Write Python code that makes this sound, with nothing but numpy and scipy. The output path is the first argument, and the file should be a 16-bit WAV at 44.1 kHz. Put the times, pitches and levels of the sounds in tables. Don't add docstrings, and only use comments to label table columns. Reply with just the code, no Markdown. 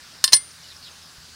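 import sys
import numpy as np
from scipy import signal
from scipy.fft import rfft, irfft
from scipy.io import wavfile
from scipy.ndimage import uniform_filter1d

SR = 44100
rng = np.random.default_rng(int(sys.argv[2]) if len(sys.argv) > 2 else 0)


def int16_out(signal):
    q = np.round(np.clip(np.atleast_2d(signal).T, -1, 1) * 32767)
    wavfile.write(sys.argv[1], SR, q.astype(np.int16))


N = 59535

# (pitch [Hz], level when hit on bare steel [dB], level when hit on the heap [dB], time to fade 60 dB [s])
METAL_NOTES = [(970, -38, -21, .04), (1061, -33, -34, .14), (1725, -37, -27, .12), (1781, -26, -38, .08),
               (2094, -47, -32, .26), (2740, -29, -24, .07), (3050, -19, -12, .043), (3405, -39, -27, .14),
               (3633, -16, -21, .055), (4137, -10, 5, .032), (4312, -17, -11, .07), (4318, -40, -34, .27),
               (4685, -13, -11, .042), (4850, -38, -35, .27), (4945, -20, -18, .07), (5130, -9, -3, .056),
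               (5237, -21, -8, .05), (5530, -19, -15, .05), (5612, -41, -23, .12), (5715, -32, -7, .05),
               (5840, -18, -22, .04), (5997, -47, -35, .27), (6262, -37, -2, .038), (7000, -45, -25, .09),
               (8055, -40, -27, .18), (8612, -25, -42, .11), (8880, -27, -40, .13), (8974, -15, -30, .1),
               (9079, -34, -27, .46), (9318, -33, -36, .32), (9750, -27, -12, .065), (10350, -34, -20, .05),
               (11680, -30, -48, .11), (12140, -28, -45, .05), (14600, -43, -56, .15),
               (15400, -33, -26, .055)]
# (time [s], ring level [dB], clash level [dB], place [0 steel to 1 heap],
# share of the ring time [0 to 1], dullness [dB per octave])
COIN_HITS = [(.2409, 0, -6, 0, 1, 0), (.2457, -20, -16, 0, .4, 0), (.278, -12, -28, .1, .75, 8),
             (.288, -22, -33, .1, .9, 8), (.3229, -14, -20, .7, .1, 2), (.3257, -13, -10, .4, .2, 2.5),
             (.3313, 1, -1.5, 1, 1, 0), (.3358, -13, -9, 1, .4, 0), (.3395, -22, -17, .8, .35, 1),
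             (.365, -27, -21, .7, .2, 2), (.3702, -24, -27, .6, .7, 4)]
# (frequency [Hz], relative level [dB])
CLASH_TONE = [(200, -19), (600, -21.5), (1000, -13.5), (2200, -13), (4300, 1.5), (6200, 3), (7500, 0),
              (10000, -0.5), (12500, -18), (15500, -9)]
# (frequency [Hz], relative level [dB])
SHIMMER_TONE = [(300, -33), (700, -37), (1800, 1.5), (2400, -10), (4500, -14), (6500, -6), (8500, 7),
                (10500, -4), (12800, -8), (15500, -22)]
# (time [s], pitch [Hz], level [dB])
GROUND_THUDS = [(0.3343, 99, -36), (1.182, 80, -42)]
# (time [s], length [s], start pitch [Hz], end pitch [Hz], level [dB])
BIRD_CHIRPS = [(.504, 0.024, 6900, 4150, -43), (0.622, .024, 6400, 4050, -44),
               (.628, 0.041, 2950, 2950, -48), (0.764, .009, 6300, 4460, -38.5),
               (0.915, .011, 6700, 5870, -46)]
# (time [s], length [s], start pitch [Hz], end pitch [Hz], level [dB])
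BIRD_RASPS = [(0.662, 0.085, 5220, 3230, -46.5), (0.816, 0.0545, 4400, 4570, -42.5),
              (0.841, .06, 4400, 3026, -42), (1.009, 0.076, 5200, 5010, -51)]
# (frequency [Hz], relative level [dB])
HISS_TONE = [(25, -22), (45, -15.5), (100, -10.5), (170, -11.5), (220, -15), (400, -17.5), (800, -15.5),
             (1050, -13.5), (1600, -10.5), (2100, -15.5), (2900, -13), (4900, -8), (6800, -16),
             (10000, -20.5), (12500, -27.5), (16000, -28.5)]
# (pitch [Hz], level at the start [dB])
MOTOR_NOTES = [(81, -66.5), (123, -71.5), (162, -68.5), (242.5, -74)]


def coin_hit(ring_db, clash_db, place, ring_share, dullness, pivot_hz=4500):
    t = np.arange(SR // 2) / SR
    hz, steel_db, heap_db, fade_s = np.array(METAL_NOTES).T[:, :, None]
    note_db = (1 - place) * steel_db + place * heap_db
    note_db -= dullness * np.log2(np.maximum(hz / pivot_hz, .5))
    waves = np.sin(2 * np.pi * (hz * t + rng.random(hz.shape)))
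    ring = (gain(note_db - 60 * t / (fade_s * ring_share)) * waves).sum(0)

    def burst(tone, burst_s):
        hiss = noise(lambda f: gain(level_at(tone, f) - 2 * dullness * np.log2(np.maximum(f / pivot_hz, 1))))
        return hiss[:len(t)] * gain(-60 * t / burst_s)

    clash = burst(CLASH_TONE, burst_s=.021 * np.sqrt(ring_share))
    shimmer = gain(-16) * burst(SHIMMER_TONE, burst_s=.095 * ring_share)
    bass_cut = signal.butter(2, 310, "high", fs=SR)
    return signal.lfilter(*bass_cut, gain(ring_db) * ring + gain(clash_db) * (clash + shimmer))


def bouncing_coin(hz=9323, takeoff_s=.3325, landing_s=.3642):
    t = np.arange(N) / SR
    since_takeoff, since_landing = np.maximum(t - takeoff_s, 0), np.maximum(t - landing_s, 0)
    fade_in = np.minimum(since_takeoff / .0092, 1)
    free_db = -9.5 - 60 * since_takeoff
    lost_db = 1.5 * np.minimum(since_landing / .001, 1) + 60 * since_landing / .11
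    return fade_in * gain(free_db - lost_db) * np.sin(2 * np.pi * hz * t)


def ground_thud(hz, db, decay_s=.004):
    t = np.arange(SR // 10) / SR
    push = t / decay_s * np.exp(1 - t / decay_s)
    return gain(db) * push * np.sin(2 * np.pi * hz * t)


def bird_call(length_s, start_hz, end_hz, db, raspy):
    progress = np.arange(0, length_s, 1 / SR) / length_s
    hz = start_hz * (end_hz / start_hz) ** progress
    whistle = np.sin(2 * np.pi * np.cumsum(hz) / SR)
    if raspy:
        whistle *= wobble(rate_hz=510)[:len(whistle)] * np.sqrt(2)
    return gain(db) * np.sin(np.pi * progress) * whistle


def park_hiss(level_db=-46.5, patch_db=1.5):
    hiss = noise(lambda f: gain(level_at(HISS_TONE, f)))
    grid = signal.stft(hiss, nperseg=512)[2]
    patches = uniform_filter1d(rng.standard_normal(grid.shape), size=9, axis=0)
    patches = normalise(uniform_filter1d(patches, size=10, axis=1))
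    patchy_hiss = signal.istft(grid * gain(patch_db * patches), nperseg=512)[1][:N]
    return gain(level_db) * normalise(patchy_hiss)


def far_motor(waver=.19, rise_db_per_s=4):
    t = np.arange(N) / SR
    hum = np.zeros(N)
    for hz, db in MOTOR_NOTES:
        strength = gain(db) * np.sqrt(2) * (1 + waver * wobble(rate_hz=5.6))
        phase = 2 * np.pi * (hz * t + rng.random()) + waver * wobble(rate_hz=3.5)
        hum += strength * np.sin(phase)
    return gain(rise_db_per_s * t) * hum


def gain(db):
    return 10 ** (np.asarray(db) / 20)


def normalise(x):
    return x / np.sqrt(np.mean(x ** 2) + 1e-20)


def level_at(tone, hz):
    points_hz, db = np.transpose(tone)
    return np.interp(np.log(hz + 1), np.log(points_hz + 1), db)


def noise(shape):
    spectrum = rfft(rng.standard_normal(N)) * shape(np.fft.rfftfreq(N, 1 / SR))
    return normalise(irfft(spectrum, N))


def wobble(rate_hz):
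    return noise(lambda f: 1 / (1 + (f / rate_hz) ** 4))


def add(mix, time_s, sound):
    part = mix[round(time_s * SR):][:len(sound)]
    part += sound[:len(part)]


def scene():
    mix = bouncing_coin() + park_hiss() + far_motor()
    for time_s, *hit in COIN_HITS:
        add(mix, time_s, coin_hit(*hit))
    for time_s, hz, db in GROUND_THUDS:
        add(mix, time_s, ground_thud(hz, db))
    for time_s, *call in BIRD_CHIRPS:
        add(mix, time_s, bird_call(*call, raspy=False))
    for time_s, *call in BIRD_RASPS:
        add(mix, time_s, bird_call(*call, raspy=True))
    return mix[None]


def record(dry):
    limit_db, release_db_per_s, limit_share = 4, 1505, .56
    ceiling_db, hardness, top_hz = -.7, 9, 15850
    sound = signal.resample_poly(dry[0], 2, 1)
    level_db = 20 * np.log10(abs(sound) + 1e-9)
    fall_db = np.arange(len(sound)) / (2 * SR) * release_db_per_s
    peak_db = np.maximum.accumulate(level_db + fall_db) - fall_db
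    excess_db = uniform_filter1d(np.maximum(peak_db - limit_db, 0), size=16)
    limited = sound / gain(limit_share * excess_db)
    clipped = limited / (1 + abs(limited / gain(ceiling_db)) ** hardness) ** (1 / hardness)
    treble_cut = signal.firwin(255, top_hz, window=("kaiser", 8), fs=SR)
    return signal.oaconvolve(signal.resample_poly(clipped, 1, 2), treble_cut, "same")[None]


dry = scene()
out = record(dry)
int16_out(out)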